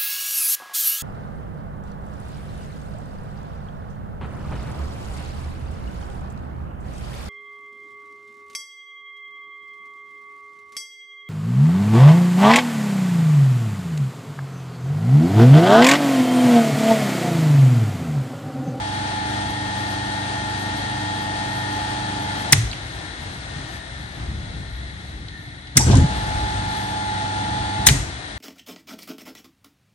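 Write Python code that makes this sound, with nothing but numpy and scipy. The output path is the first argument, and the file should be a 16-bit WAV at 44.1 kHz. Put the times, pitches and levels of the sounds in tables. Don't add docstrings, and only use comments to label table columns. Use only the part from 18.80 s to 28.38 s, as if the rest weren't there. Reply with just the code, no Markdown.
import sys
import numpy as np
from scipy import signal
from scipy.fft import rfft, irfft, next_fast_len
from scipy.io import wavfile
from scipy.ndimage import uniform_filter1d

SR = 44100
rng = np.random.default_rng(int(sys.argv[2]) if len(sys.argv) > 2 else 0)


def wav_out(sig):
    wavfile.write(sys.argv[1], SR, np.round(np.clip(np.atleast_2d(sig).T, -1, 1) * 32767).astype(np.int16))


N = 422478
TIME_S = np.arange(N) / SR

# on_s, off_s, shake_db, sway_db, fan_db, whirr_db
POWERED_SPELLS = [(-4, 3.727, -43.5, -44, -34, -39.5), (7, 9.072, -37.5, -41.5, -34.5, -39)]
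# since_on_s, relative_strength
FIELD_CURVE = [(0, 0.78), (.015, 0.61), (.05, 0.16), (.18, 0.12), (.205, 0.73), (2, 1.085)]
FIELD_TONES_HZ = [100.07, 200.1, 300.1, 749.2, 849.2, 874.2, 949.3, 1398.6, 1747.7, 1847.7, 3246.1, 3513.3,
                  4444.6]
# first_spell_db, second_spell_db, left_minus_right_db, left_lead_rad
FIELD_TONE_LEVELS = [(-36.5, -33.5, 1.5, 0.2), (-41, -40.5, 2, 0.74), (-41.5, -43, -3, 0.67),
                     (-41, -37.5, 5, 2.58), (-33, -29.5, -6.5, 1.69), (-43.5, -40, -0.5, 0.56),
                     (-46, -45.5, -10.5, 3.3), (-45, -42.5, 7.5, 3.14), (-45.5, -47, 7, 0.49),
                     (-40, -74, 4.5, 1.69), (-45, -58, 3, 1.24), (-59, -46, -3, 1.73),
                     (-53, -52.5, -7, 0.94)]
# time_s, gain_db
BUZZ_CURVE = [(0, -6), (.8, 0.5), (2, 1.5), (2.8, 2.5), (3.1, -2), (3.7, -16)]
BUZZ_HZ = 1847.7

KNOCK_ORDERS = [2, 3, 5, 6, 7, 9, 11, 13, 25, 26, 27, 28, 29, 31, 32, 33, 36, 37]
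KNOCK_LEVELS_DB = [-51, -47, -37, -48.5, -44.5, -47, -45.5, -62, -71, -47, -48.5, -53, -52, -50, -49, -53,
                   -53, -44]
# shaft_multiple, level_db
BEARING_WHINES = [(77, -42), (85.5, -42), (90.5, -44.5), (104.0, -48), (125.5, -53)]
FULL_TURNS_PER_S, COAST_TURNS_PER_S2, RUN_UP_S = 24.975, 3.62, .27

COAST_DB, COAST_EXPONENTS = [-38, -40, -38, -42.5], [0.47, 0.18, 2.27, 1.02]
# start_s, shake_db, sway_db, fan_db, rise_s, hold_s, t60_s
SHAKE_BOUTS = [(3.705, -24.5, -40, -36, 0.021, 0.024, 0.44), (3.773, -33, -25.5, -55, 0.058, 0.024, 0.46),
               (4.297, -40, -50, -45, 0.16, 0.51, 0.35), (5.218, -34.5, -30.5, -48, 0.21, 0.17, 3.5),
               (6.944, -19, -34, -34.5, 0.019, 0.036, 1.1), (7.036, -10, -30, -31, 0.043, 0.098, 0.34),
               (7.191, -15.5, -21, -55, 0.024, .02, 0.096), (7.265, -31.5, -29, -64, 0.035, 0.4, 1.3),
               (8.75, -46, -34, -58, 0.035, .02, 0.45), (8.957, -28, -31.5, -60, 0.044, 0.018, 0.33),
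               (9.062, -23.5, -22.5, -32.5, 0.022, 0.014, 0.92)]
# frequency_hz, correlation
PORT_COHERENCE = [(60, 0.97), (130, 0.99), (300, 0.76), (700, 0), (2000, 0.66), (9000, 0)]
# frequency_hz, left_minus_right_db
PORT_BALANCE = [(60, 2), (110, 1), (200, 1), (380, -1), (700, 10), (1290, 4.5), (2380, 2), (4400, 10.5),
                (8120, 4), (15000, -7.5)]
MOTOR_LAG_SAMPLES, IMPACT_LAG_SAMPLES = 13, 3
# centre_hz, width_hz, relative_db
BOARD_MODES = [(97, 69, -2.5), (127.6, 81, -3.5), (192, 44, -16), (271, 200, -17)]
# centre_hz, width_hz, relative_db
SWAY_MODES = [(52, 42, -3), (66, 14, 1)]
# frequency_hz, relative_db
FAN_SPECTRUM = [(150, -12.5), (250, -7.5), (305, -3.5), (361, -8), (521, -11.5), (600, -10), (680, -6.5),
                (776, -7.5), (851, -7), (1070, -13), (1640, -7), (1800, -15.5), (2410, -14.5), (3320, -15),
                (6720, -23), (8990, -30.5), (9700, -57), (12600, -64), (21300, -120)]
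# centre_hz, width_hz, relative_db
COWL_MODES = [(8790, 890, -19)]
# centre_hz, width_hz, relative_db
BEARING_MODES = [(750, 310, -15), (1426, 110, 6), (1848, 190, 12.5), (2098, 195, 9), (3390, 230, 4.5),
                 (3920, 480, 4.5), (6000, 300, -15), (9260, 260, -5.5)]

# time_s, level_db, frame_db, core_db, contacts_db, rise_s, t60_s, thud_db,
# left_minus_right_db, room_db
ARMATURE_BLOWS = [(3.7241, -16, 2.5, 12.5, 9, 0.004, 0.025, -21, 11, -9),
                  (3.7301, -16.5, 12.5, 0, -11, 0.002, 0.018, -8, -4, -0.5),
                  (6.97, -11, -8, 7.5, 0, 0.0065, 0.027, -23, 5, -5.5),
                  (6.975, -12, -3, -6, -7, 0.0021, 0.038, -10, -1, 2.5),
                  (9.063, -31, -10, -2, 5, 0.007, 0.03, -40, 4, -6),
                  (9.068, -14, 6, -23, 7, 0.006, 0.036, -16, 3, -4.5),
                  (9.0867, -13, 6, -6, -19, 0.0011, 0.017, -17, 2, 2),
                  (9.0935, -26.5, 6, -1, -15, 0.003, 0.056, -26, 5, 3)]
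# centre_hz, width_hz, gain_db
CONTACTOR_MODES = ([(840, 600, -29), (1980, 410, 0), (2570, 590, -2.5), (3800, 1500, 0.5)],
                   [(5050, 950, -3.5), (5690, 970, 3.5)], [(6840, 2700, 7), (8930, 960, 5),
                   (11300, 260, -6.5), (15000, 1800, -32)])
THUD_HZ, THUD_T60_S, FRAME_TO_ROOM_DB = 137, 0.089, -7
# frequency_hz, t60_s
WORKSHOP_DECAY = [(100, 0.2), (1000, 0.59), (3000, 0.59), (7000, 0.51), (9500, 0.36), (12000, 0.35)]
# start_s, peak_db, pitch_hz, rise_s, t60_s
TORQUE_JOLTS = [(3.7478, -24, 121, .006, 0.11), (3.7682, -12.5, 113, 0.014, 0.26),
                (6.977, -10.5, 128, 0.0035, .1), (6.965, -15, 244, 0.0098, 0.1),
                (7.085, -18, 377, .016, 0.059), (7.061, -16, 128, 0.021, 0.083),
                (7.09, -12, 206, 0.0136, 0.12), (7.114, -5, 116.6, 0.026, 0.143),
                (7.135, -13.5, 269.2, 0.024, 0.29), (7.155, -6.5, 86, 0.028, 0.16),
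                (7.188, -14, 101, 0.022, 0.096), (7.225, -5.5, 139, 0.022, 0.065),
                (9.071, -22.5, 232, 0.013, 0.073), (9.088, -26.5, 409, 0.0065, 0.14),
                (9.095, -13.5, 135.3, 0.019, 0.32)]
# time_s, level_db, centre_hz, width_ratio, t60_s, left_minus_right_db
TICKS_AND_WHINES = [(3.913, -12.5, 4300, .13, 0.021, -4), (3.929, -14, 3000, 0.77, 0.01, 0),
                    (3.932, -16, 2600, 0.7, 0.015, -6), (3.934, -28, 4500, .2, .02, 0),
                    (4.7, -32, 1830, .04, 0.87, 1), (4.96, -31, 1853, .04, 0.4, -2),
                    (5.9504, -38, 3830, 0.56, 0.031, 21), (6.483, -24, 3780, 0.45, 0.021, 3),
                    (6.5, -31.5, 1800, .06, 0.92, 0), (6.87, -24, 3330, .5, 0.03, 3),
                    (6.972, -2.5, 7620, 0.036, 0.047, 1), (6.98, -15, 5930, .06, 0.19, 2),
                    (7.005, -21, 5440, 0.044, 0.072, 0), (7.0, -21, 4740, 0.075, .12, 6),
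                    (6.993, -7, 840, 0.25, 0.093, 10), (7.097, -2, 850, 0.5, 0.035, 2),
                    (7.106, 2, 560, 0.3, 0.04, 6), (7.11, -14, 4320, 1, 0.09, 1),
                    (7.129, 0, 724, .3, 0.0505, -6), (7.14, -8, 1000, .3, 0.0395, -6),
                    (7.1523, -12.5, 7050, 0.96, 0.034, -3), (7.17, -13, 6900, 0.79, 0.019, 9)]


def undb(db):
    return np.exp(np.asarray(db) * (np.log(10) / 20))


def over_hz(table, hz):
    frequencies, values = np.transpose(table)
    return np.interp(np.log(np.maximum(hz, 1)), np.log(frequencies), values)


def resonances(modes, hz):
    return np.sqrt(sum(undb(db) ** 2 / (1 + (2 * (hz - centre) / width) ** 2) ** 1.54
                       for centre, width, db in modes))


def ring(x, hz, width_hz):
    return signal.lfilter(*signal.iirpeak(hz, hz / width_hz, fs=SR), x)


def ring_twice(x, hz, width_hz):
    return ring(ring(x, hz, width_hz), hz, width_hz)


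def walk(rate_hz):
    steps = uniform_filter1d(np.repeat(rng.standard_normal(int(N / SR * rate_hz) + 2), 4), size=4)
    return np.interp(TIME_S * 4 * rate_hz, np.arange(len(steps)), steps)


def swell(t, rise, t60):
    return np.sin(np.pi / 2 * np.minimum(t / rise, 1)) ** 4 * 1000 ** (-np.maximum(t - rise, 0) / t60)


def burst(t, rise, t60):
    noise = rng.standard_normal((3, len(t)))
    return (.6 * noise[0] + .4 * noise[1:]) * swell(t, rise, t60)


def place(out, start_s, sound, pan_db=0):
    for port, lag, db in ((0, 0, pan_db / 2), (1, IMPACT_LAG_SAMPLES, -pan_db / 2)):
        start = int(start_s * SR) + lag
        out[port, start:start + sound.shape[1]] += sound[port] * undb(db)


def powered(on_s, off_s, collapse_s=0.041):
    return (TIME_S >= on_s) * np.clip(1 - (TIME_S - off_s) / collapse_s, 0, 1)


def magnetic_pull():
    return sum(powered(on, off) * np.interp(TIME_S - on, *np.transpose(FIELD_CURVE))
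               for on, off, *_ in POWERED_SPELLS)


def shaft_speed():
    restarts, lost = [spell[0] for spell in POWERED_SPELLS[1:]] + [np.inf], 0
    for (_, off, *_), restart in zip(POWERED_SPELLS, restarts):
        coasted_s = np.maximum(np.minimum(TIME_S, restart) - off, 0)
        lost = lost + COAST_TURNS_PER_S2 * coasted_s * np.clip(1 - (TIME_S - restart) / RUN_UP_S, 0, 1)
    return FULL_TURNS_PER_S - lost


def noise_gains():
    gates = [powered(on, off) for on, off, *_ in POWERED_SPELLS]
    running = sum(gate * undb(spell[2:])[:, None] for gate, spell in zip(gates, POWERED_SPELLS))
    coasting = (1 - sum(gates)) * undb(COAST_DB)[:, None]
    slowing = (shaft_speed() / FULL_TURNS_PER_S) ** np.array(COAST_EXPONENTS)[:, None]
    power = ((running + coasting) * slowing) ** 2
    for start_s, *levels_db, rise, hold, t60 in SHAKE_BOUTS:
        since = np.maximum(TIME_S - start_s, 0)
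        envelope = swell(since - np.clip(since - rise, 0, hold), rise, t60)
        power[:3] += (undb(levels_db)[:, None] * envelope) ** 2
    return np.sqrt(power)


def motor_noise(gain_of_hz):
    size = next_fast_len(N)
    hz = np.arange(size // 2 + 1) * SR / size
    left, independent = rfft(rng.standard_normal((2, size)))
    likeness = np.clip(over_hz(PORT_COHERENCE, hz), 0, 1)
    delay = np.exp(-2j * np.pi * hz * MOTOR_LAG_SAMPLES / SR)
    right = likeness * left * delay + np.sqrt(1 - likeness ** 2) * independent
    pan = undb(over_hz(PORT_BALANCE, hz) / 2)
    out = irfft(np.array([left * pan, right / pan]) * gain_of_hz(hz), size)[:, :N]
    return out / np.sqrt(np.mean(out.mean(axis=0) ** 2))


def magnetic_tones():
    out, restart_s = 0, POWERED_SPELLS[1][0]
    for hz, (first_db, second_db, pan_db, lead) in zip(FIELD_TONES_HZ, FIELD_TONE_LEVELS):
        db = np.where(TIME_S < restart_s, first_db, second_db) + 0.67 * walk(3.3) + 1.33 * walk(15)
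        if hz == BUZZ_HZ:
            db = db + np.interp(TIME_S, *np.transpose(BUZZ_CURVE))
        phase = 2 * np.pi * hz * TIME_S + rng.uniform(0, 2 * np.pi) + .2 * walk(25)
        ports = np.array([undb(pan_db / 2) * np.sin(phase), undb(-pan_db / 2) * np.sin(phase - lead)])
        out = out + np.sqrt(2) * undb(db) * ports
    return out * magnetic_pull()


def rotor_tones(housing_hz=1790, housing_width_hz=130):
    speed = shaft_speed()
    angle = 2 * np.pi * np.cumsum(speed) / SR

    def tone(order, db):
        amplitude = np.sqrt(2) * undb(db + 1.6 * walk(4.6) + 2.4 * walk(11))
        return amplitude * np.sin(order * angle + rng.uniform(0, 2 * np.pi))

    knock = sum(tone(order, db) for order, db in zip(KNOCK_ORDERS, KNOCK_LEVELS_DB))
    knock = knock * (speed / FULL_TURNS_PER_S) ** 3 * (0.17 + 0.54 * magnetic_pull())
    whine = ring_twice(sum(tone(order, db) for order, db in BEARING_WHINES), housing_hz, housing_width_hz)
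    return np.array([knock + 1.1 * whine, np.roll(knock + 0.13 * whine, MOTOR_LAG_SAMPLES)])


def shaking_board(shake_gain, sway_gain, travel=.4, feet_gap=.22):
    shake = motor_noise(lambda hz: resonances(BOARD_MODES, hz)) * shake_gain * undb(2.2 * walk(11))
    sway = motor_noise(lambda hz: resonances(SWAY_MODES, hz)) * sway_gain * undb(0.49 * walk(4.3))
    swing = travel * np.tanh((shake + sway) / travel)
    feet = undb(-9) * ring(np.maximum(swing - feet_gap, 0), hz=500, width_hz=970)
    return swing + feet


def fan_and_bearings(fan_gain, whirr_gain, top_hz=9650):
    rush = motor_noise(lambda hz: np.hypot(undb(over_hz(FAN_SPECTRUM, hz)), resonances(COWL_MODES, hz))
                       * (hz < top_hz))
    whirr = motor_noise(lambda hz: resonances(BEARING_MODES, hz) * (hz < top_hz))
    return rush * fan_gain * undb(0.74 * walk(11)) + whirr * whirr_gain * undb(walk(9))


def high_hiss(gain, centre_hz=11254, end_s=8.4):
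    hiss = motor_noise(lambda hz: np.exp(-((hz - centre_hz) / 300) ** 2))
    return hiss * gain * undb(-30.5 + 6.4 * walk(22)) * np.clip((end_s - TIME_S) / 0.41, 0, 1)


def faint_hum(pitch_hz=296, level_db=-55.5):
    return np.sqrt(2) * undb(level_db + walk(12)) * np.sin(2 * np.pi * pitch_hz * TIME_S)


def contactor():
    (direct, clicks), t = np.zeros((2, 2, N)), np.arange(SR // 4) / SR
    for blow in ARMATURE_BLOWS:
        time_s, level_db, frame_db, core_db, contacts_db, rise, t60, thud_db, pan_db, room_db = blow
        rattle = undb(level_db) * burst(t, rise, t60)
        impulse = undb(level_db + room_db) * np.sqrt(np.sum(swell(t, rise, t60) ** 2) / 2) * (t == 0)
        drive = np.vstack([rattle, impulse, impulse])
        frame, core, contacts = (sum(undb(db) * ring(drive, hz, width) * np.sqrt(SR / width) * (-1) ** k
                                     for k, (hz, width, db) in enumerate(part))
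                                 for part in CONTACTOR_MODES)
        frame = undb(frame_db) * frame
        metal = undb(core_db) * core + undb(contacts_db) * contacts
        thud = undb(thud_db) * np.sin(2 * np.pi * THUD_HZ * t) * 1000 ** (-t / THUD_T60_S)
        place(direct, time_s - 0.64 * rise, frame[:2] + thud, pan_db)
        place(direct, time_s - .7 * rise, metal[:2], pan_db)
        place(clicks, time_s, metal[2:] + undb(FRAME_TO_ROOM_DB) * frame[2:])
    return direct, clicks


def workshop(sound, level_db=-8.5, top_hz=12200):
    t, tail = np.arange(SR) / SR, 0
    for hz in 125 * 2. ** np.arange(0, 6.7, 1 / 3):
        band = ring_twice(rng.standard_normal((2, SR)), hz, .4 * hz)
        tail = tail + band * 1000 ** (-t / over_hz(WORKSHOP_DECAY, hz))
    tail = tail * (1 - np.exp(-t / 0.00064))
    tail = signal.sosfilt(signal.cheby1(10, 1, top_hz, fs=SR, output="sos"), tail)
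    tail = tail / np.sqrt(np.sum(tail ** 2) / 2)
    return undb(level_db) * signal.fftconvolve(sound[:1], tail, axes=1)[:, :N]


def torque_jolts():
    out, t = np.zeros((2, N)), np.arange(SR // 3) / SR
    for start_s, peak_db, hz, rise, t60 in TORQUE_JOLTS:
        swing = undb(peak_db) * swell(t, rise, t60) * np.sin(2 * np.pi * hz * t)
        place(out, start_s, np.array([swing, swing]))
    return out


def ticks_and_whines(top_hz=9500):
    out, t = np.zeros((2, N)), np.arange(SR // 2) / SR
    for time_s, level_db, hz, width_ratio, t60, pan_db in TICKS_AND_WHINES:
        rise = .16 * t60
        band = ring_twice(burst(t, rise, t60), hz, width_ratio * hz)
        place(out, time_s - rise / 2, undb(level_db) / np.sqrt(width_ratio) * band, pan_db)
    return signal.sosfilt(signal.butter(8, top_hz, fs=SR, output="sos"), out)


def sleeve(time_s=5.42, half_length_s=.07, centre_hz=1500, level_db=-44):
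    brush = ring_twice(rng.standard_normal((2, N)), centre_hz, centre_hz)
    envelope = np.exp(-((TIME_S - time_s) / half_length_s) ** 2)
    return undb(level_db) * envelope * brush / np.sqrt(np.mean(brush ** 2))


def scene():
    blows, clicks = contactor()
    small_sounds = ticks_and_whines() + sleeve()
    shake, sway, fan, whirr = noise_gains()
    motor = magnetic_tones() + rotor_tones() + shaking_board(shake, sway) + fan_and_bearings(fan, whirr)
    background = high_hiss(gain=fan) + faint_hum()
    return motor + background + blows + torque_jolts() + small_sounds + workshop(clicks + small_sounds)


def record(dry, low_hz=41.4, top_hz=16300):
    thinned = signal.sosfilt(signal.butter(5, low_hz, "high", fs=SR, output="sos"), dry)
    return signal.sosfilt(signal.ellip(8, .2, 60, top_hz, fs=SR, output="sos"), np.clip(thinned, -1, 1))


dry = scene()
out = record(dry)
wav_out(out)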